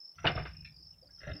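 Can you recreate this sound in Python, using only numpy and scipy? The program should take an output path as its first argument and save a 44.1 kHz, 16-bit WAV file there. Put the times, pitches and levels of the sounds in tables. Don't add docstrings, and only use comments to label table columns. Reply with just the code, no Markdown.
import sys
import numpy as np
from scipy import signal
from scipy.fft import rfft, irfft
from scipy.io import wavfile

SR = 44100
rng = np.random.default_rng(int(sys.argv[2]) if len(sys.argv) > 2 else 0)


def field_ratio(decibels):
    return 10 ** (np.asarray(decibels, dtype=float) / 20)


def put_to_file(sound):
    columns = np.atleast_2d(sound).T
    safe = np.clip(columns, -1, 1)
    whole_steps = np.round(safe * 32767)
    wavfile.write(sys.argv[1], SR, whole_steps.astype(np.int16))


N = 61739
T = np.arange(N) / SR


def rms_one(x):
    return x / np.sqrt(np.mean(x ** 2) + 1e-20)


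def curve(rows):
    return field_ratio(np.interp(T, *np.transpose(rows)))


def band(x, low_hz, high_hz, order=2):
    return signal.sosfilt(signal.butter(order, [low_hz, high_hz], "band", fs=SR, output="sos"), x)


def resonate(x, modes, order=1):
    out = 0
    for k, (pitch_hz, width_hz, level_db) in enumerate(modes):
        r = np.exp(-np.pi * max(width_hz, 8) / SR)
        poles = [1, -2 * r * np.cos(2 * np.pi * pitch_hz / SR), r * r]
        y = x
        for _ in range(order):
            y = signal.lfilter([1, 0, -1], poles, y) * (1 - r * r) / 2
        out = out + (-1) ** k * field_ratio(level_db) * y
    return out


# pitch_hz, density_db [dB per Hz]
HUSH_SPECTRUM = [(88, -30), (150, -7.5), (244, -12), (735, -11.5), (1950, -22.5), (4200, -33.5),
                 (5460, -60), (9240, -120)]


def hush():
    hz, density_db = np.transpose(HUSH_SPECTRUM)
    f = np.maximum(np.fft.rfftfreq(N, 1 / SR), 1)
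    gain = field_ratio(np.interp(np.log(f), np.log(hz), density_db)) * (f < 6000)
    return field_ratio(-77.5) * rms_one(irfft(rfft(rng.standard_normal(N)) * gain, N))


# time_s, level_db
CHORUS = [(0, -49), (.13, -65.5), (.22, -69.5), (.33, -57.5), (.52, -64), (.65, -72), (.85, -59.5),
          (1.0, -73.5), (1.1, -75), (1.15, -52), (1.27, -72.5), (1.4, -59.5)]


def far_chorus():
    return curve(CHORUS) * field_ratio(0.5) * rms_one(band(rng.standard_normal(N), 5150, 5438, order=3))


# time_s, level_db
LOAD = [(0, -78.5), (.13, -91), (.18, -57.5), (.3, -40), (.45, -52), (.62, -54), (.75, -59), (.95, -64.5),
        (1.18, -64), (1.25, -58), (1.33, -40.5), (1.4, -57.5)]
# pitch_hz, width_hz, level_db
GROUND = [(58, 27, 0), (100, 39, -4), (155, 24, -3.5)]


def rumble():
    return curve(LOAD) * rms_one(band(resonate(rng.standard_normal(N), GROUND), 46, 220))


def cricket(strokes, pitch_hz, sag_hz, length_s, echo_db):
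    out, blur = 0, 0
    for start_s, peak_db in strokes:
        detune, phase = rng.standard_normal(2)
        u = np.clip((T - start_s) / length_s, 0, 1)
        turns = length_s * ((pitch_hz + 25 * detune) * u - sag_hz * (u * u - u) / 2)
        out = out + field_ratio(peak_db) * np.sin(np.pi * u) * np.sin(2 * np.pi * turns + 3 * phase)
        t = np.maximum(T - start_s - .005, 0)
        blur = blur + field_ratio(peak_db + echo_db) * (1 - np.exp(-t / .006)) * np.exp(-t / 0.023)
    return out + blur * rms_one(band(rng.standard_normal(N), pitch_hz - 80, pitch_hz + 220, order=3))


def chirps(rows, gap_s):
    strokes = []
    for start_s, count, peak_db in rows:
        for k in range(round(count)):
            strokes.append((start_s + k * gap_s, peak_db + 2 * rng.standard_normal()))
    return strokes


# centre_s, peak_db
NEAR = [(0.0149, -44.5), (0.0503, -41.5), (0.0772, -46), (0.0922, -41.5), (0.2673, -46), (0.2862, -51),
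        (0.3177, -45.5), (0.3556, -40.5), (0.39, -44.5), (0.4354, -48), (0.4783, -51.5), (0.5347, -48),
        (0.5686, -42.5), (0.6075, -42.5), (0.6474, -43), (0.6714, -53.5), (0.6953, -55), (0.7647, -52.5),
        (0.827, -46.5), (0.8699, -43), (0.9083, -45), (0.9847, -53.5), (1.0151, -54), (1.0585, -55),
        (1.1084, -49), (1.1483, -51.5), (1.1917, -44.5), (1.295, -52), (1.3354, -44), (1.3658, -42.5)]


def near_cricket():
    strokes = [(centre_s - .004, peak_db) for centre_s, peak_db in NEAR]
    return cricket(strokes, 5239, 291.5, 0.012, -8.5)


# start_s, strokes, peak_db
LOWEST = [
    (.072, 3, -64.5),
    (.42, 3, -65),
    (.765, 3, -60),
    (1.07, 1, -58),
    (1.112, 3, -64),
    (1.31, 3, -70),
]


def lowest_cricket():
    return cricket(chirps(LOWEST, 0.047), 4550, 170, 0.0104, -15.0)


# start_s, strokes, peak_db
HIGHER = [
    (.15, 4, -48.5),
    (.463, 4, -61),
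    (.79, 4, -59.5),
    (1.102, 5, -56),
]


def higher_cricket():
    return cricket(chirps(HIGHER, .039), 5842, 280, 0.024, 2)


# start_s, strokes, peak_db
LOWER = [
    (.378, 4, -60),
    (.717, 4, -55),
    (.739, 3, -54.5),
    (1.025, 2, -58),
    (1.345, 1, -58),
    (1.375, 1, -56),
]


def lower_cricket():
    return cricket(chirps(LOWER, .043), 4850, 370, 0.0141, -9.0)


def struck_modes(rows, rise_cycles, flutter):
    out = 0
    for start_s, peak_db, pitch_hz, t60_s in rows:
        t = np.maximum(T - start_s, 0)
        waver = rms_one(band(rng.standard_normal(N), pitch_hz * .93, pitch_hz * 1.3))
        ring = np.sin(2 * np.pi * pitch_hz * t) + flutter * waver
        rise = 1 - np.exp(-t * pitch_hz / rise_cycles)
        out = out + field_ratio(peak_db - 60 * t / t60_s) * rise * ring
    return out


# start_s, peak_db, pitch_hz, t60_s
PIPS = [(.183, -45.5, 1360, 0.14), (.148, -69, 3010, 0.075), (.797, -52, 315, 0.056),
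        (.926, -70.5, 2895, 0.097), (.94, -69, 2700, 0.074), (1.024, -51.5, 518.6, 0.12),
        (1.045, -61.5, 578, 0.19), (1.04, -60, 283, 0.18), (1.045, -73, 3250, .04),
        (1.086, -64, 1440, 0.053), (1.094, -63, 1644, 0.11), (1.18, -64, 1380, 0.088),
        (1.182, -72, 3200, 0.25)]


def spindle_pips():
    return struck_modes(PIPS, 2.7, .35)


SPLIT_HZ = [200, 1000, 2250, 4700]


def rattle(rows, body, broad_db, tail_s, order=1):
    rise_s, contacts_per_s, spread_db, tail_db = 0.0019, 6000, 2, -17.5
    strength = field_ratio(spread_db * np.minimum(rng.exponential(1, N), 2))
    contacts = rms_one((rng.random(N) < contacts_per_s / SR) * strength)
    out = 0
    for k in range(3):
        def voice(x):
            return band(resonate(x, body, order) + field_ratio(broad_db) * x, SPLIT_HZ[k], SPLIT_HZ[k + 1], order=4)

        push = tail = 1e-9
        for row in rows:
            start_s, level_db, fall_s = row[0], row[1 + k], row[4]
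            t = np.maximum(T - start_s, 0)
            push = push + field_ratio(level_db) * (1 - np.exp(-t / rise_s)) * np.exp(-t / fall_s)
            tail = tail + field_ratio(level_db + tail_db) * (1 - np.exp(-t / fall_s)) * np.exp(-t / tail_s)
        scatter = rng.standard_normal(N)
        drive = push * contacts * rng.choice([-1, 1], N) + tail * scatter
        out = out + voice(drive) / np.std(voice(scatter))
    return 2 * out


# start_s, low_db, mid_db, high_db, fall_s
SQUEAKS = [
    (.153, -77.5, -81.5, -78.5, .01),
    (.172, -89.5, -70, -78.5, 0.0073),
    (.181, -79.5, -56, -60, 0.012),
    (.194, -68.5, -63.5, -64, 0.0097),
    (.212, -74, -63, -78.5, 0.02),
    (.228, -71, -58.5, -65, 0.016),
]
# pitch_hz, width_hz, level_db
BACK = [(472, 80, -11.5), (695, 43, 1.5), (1360, 110, -2.5), (1560, 50, -4), (2020, 70, -0.5),
        (2700, 70, 1.5), (2751, 60, 1), (3200, 120, -10), (3423, 60, -9), (3737, 220, -16)]


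def back_squeaks():
    return rattle(SQUEAKS, BACK, -26, .02)


# start_s, peak_db, pitch_hz, t60_s
THUDS = [(.16, -58, 90, 0.22), (.185, -55.5, 64, 0.189), (.3, -54.5, 145, 0.25), (.335, -46, 266, 0.079),
         (.25, -33.5, 157.8, 0.32), (.256, -27, 121.2, 0.11), (.3605, -26, 107.8, 0.08),
         (.372, -34, 63.2, 0.39), (.398, -33, 146.6, 0.19), (.4135, -24.5, 110.3, 0.025),
         (.585, -50, 155, 0.63), (.61, -47, 60.6, 0.12), (1.235, -45.5, 62.6, 0.3),
         (1.275, -30.5, 135.4, 0.068), (1.293, -38, 58, 0.19), (1.312, -30, 100, 0.034),
         (1.33, -54.5, 56.4, 0.22)]


def rocker_thuds():
    return struck_modes(THUDS, 0.13, 0.16)


# start_s, low_db, mid_db, high_db, fall_s
KNOCKS = [(.243, -29, -33.5, -48.5, 0.0052), (.2495, -31.5, -31, -46.5, 0.0099),
          (.2565, -36.5, -40, -42, 0.0036), (.266, -38, -33.5, -32.5, 0.011),
          (.274, -43.5, -32, -39, 0.0061), (.286, -40, -45.5, -45.5, 0.0071), (.297, -43, -56, -63, .01),
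          (.35, -38.5, -49, -57, 0.0036), (.3615, -49, -39.5, -42.5, 0.0024),
          (.375, -42.5, -43.5, -56.5, 0.016), (.393, -44, -41.5, -50, 0.002), (.451, -47, -42, -51, 0.0084),
          (.466, -68, -53, -58, 0.009), (.49, -87, -69, -71.5, 0.039)]
# pitch_hz, width_hz, level_db
FRAME = [(417, 67, -17), (708.5, 52, 2.5), (1134, 70, -16), (1176, 49, 2.5), (1550, 180, -0.5),
         (1864, 61, 4), (2097, 88, -0.5), (2385, 70, 6.5), (2603, 130, 6), (2895, 130, 10), (3586, 110, 2),
         (4370, 73, -12), (4480, 100, -17)]


def hoof_knocks():
    return rattle(KNOCKS, FRAME, -7, 0.035)


# start_s, peak_db, pitch_hz, t60_s
IMPACTS = [(.2432, -28.5, 472, 0.0337), (.2478, -23.5, 635, 0.03), (.2501, -17.5, 800, .01),
           (.2532, -22.5, 1300, .008), (.2665, -26, 3650, .03), (.2665, -37, 4490, .04),
           (.254, -19, 2520, 0.017), (.2668, -24, 2950, 0.02), (.2688, -13, 1660, 0.011),
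           (.2732, -13, 2860, 0.022), (.2785, -23, 1560, 0.029), (.352, -42, 710, 0.044),
           (.378, -30.5, 640, 0.078), (.376, -31, 1247, 0.058), (.456, -51, 1445, 0.15),
           (.455, -48.5, 719, .09), (1.269, -40, 593, 0.21), (1.35, -43.5, 296.4, 0.21)]


def hoof_impacts():
    return struck_modes(IMPACTS, 0.29, 0.11)


# start_s, low_db, mid_db, high_db, fall_s
BUZZES = [
    (.545, -112, -59.5, -60, 0.012),
    (.57, -93, -95.5, -77, 0.0067),
    (.587, -77, -80, -64, 0.0094),
    (.619, -99, -70, -73, 0.015),
]
# pitch_hz, width_hz, level_db
STRAND = [(1760, 140, -12), (2060, 40, -6), (2500, 120, 8), (2820, 86, 8), (3680, 80, -21)]


def strand_buzzes():
    return rattle(BUZZES, STRAND, -20, 0.044)


# start_s, low_db, mid_db, high_db, fall_s
TICKS = [
    (.646, -89.5, -57.5, -48.5, 0.012),
    (.672, -95, -64.5, -60, 0.0068),
    (.688, -86.5, -84, -68, 0.017),
    (.716, -92, -78.5, -71.5, 0.007),
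]
# pitch_hz, width_hz, level_db
WIRE = [(1350, 76, -18), (1830, 100, -0.5), (2160, 89, -5.5), (2370, 110, 5), (2655, 170, 1.5),
        (2635, 65, 3), (3520, 130, -7.5), (3650, 170, -12), (3830, 74, -13), (4135, 44, -7.5)]


def seat_ticks():
    return rattle(TICKS, WIRE, -40, .03)


# start_s, low_db, mid_db, high_db, fall_s
CREAKS = [(1.2, -66, -60.5, -70.5, 0.01), (1.211, -60, -54, -66.5, 0.00775),
          (1.229, -57, -51.5, -62.5, 0.01115), (1.246, -82, -57, -65, 0.028),
          (1.2685, -52.5, -52.5, -60, 0.024), (1.283, -50.5, -57, -68, 0.014),
          (1.296, -53, -52.5, -65.5, 0.011), (1.311, -51, -61, -52, 0.0066),
          (1.33, -55, -65, -63.5, 0.0098), (1.35, -62, -64.5, -69, 0.032), (1.392, -63, -55, -74, 0.025)]
# pitch_hz, width_hz, level_db
JOINTS = [(278.8, 140, -14), (428, 49, -7), (588, 125, -4.5), (799, 80, -18.5), (1092, 68, -17.5),
          (1380, 195, -4.5), (1660, 146, 1), (1865, 170, -2), (2067, 92, -0.5), (2700, 310, -0.5),
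          (2904, 74, -12), (3196, 146, -7), (3685, 226, -6.5), (4170, 190, -13.5)]


def joint_creaks():
    return rattle(CREAKS, JOINTS, -37, 0.029, order=2)


def scene():
    singers = near_cricket() + lowest_cricket() + higher_cricket() + lower_cricket()
    yard = hush() + far_chorus() + singers
    chair = back_squeaks() + strand_buzzes() + seat_ticks() + joint_creaks() + spindle_pips()
    hooves = hoof_knocks() + hoof_impacts()
    ground = rumble() + rocker_thuds()
    return (yard + chair + hooves + ground)[None]


def top_cut(x):
    return signal.sosfilt(signal.butter(12, 15730, fs=SR, output="sos"), x)


def record(dry):
    mic_top_hz, hiss_db = 6047, -79
    rounded = 0.19 * np.tanh(dry / 0.22)
    low_pass = signal.cheby2(12, 60, mic_top_hz * 1.074, fs=SR, output="sos")
    mix = signal.sosfilt(low_pass, rounded) + field_ratio(hiss_db) * rng.standard_normal(dry.shape)
    return top_cut(mix)


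dry = scene()
out = record(dry)
put_to_file(out)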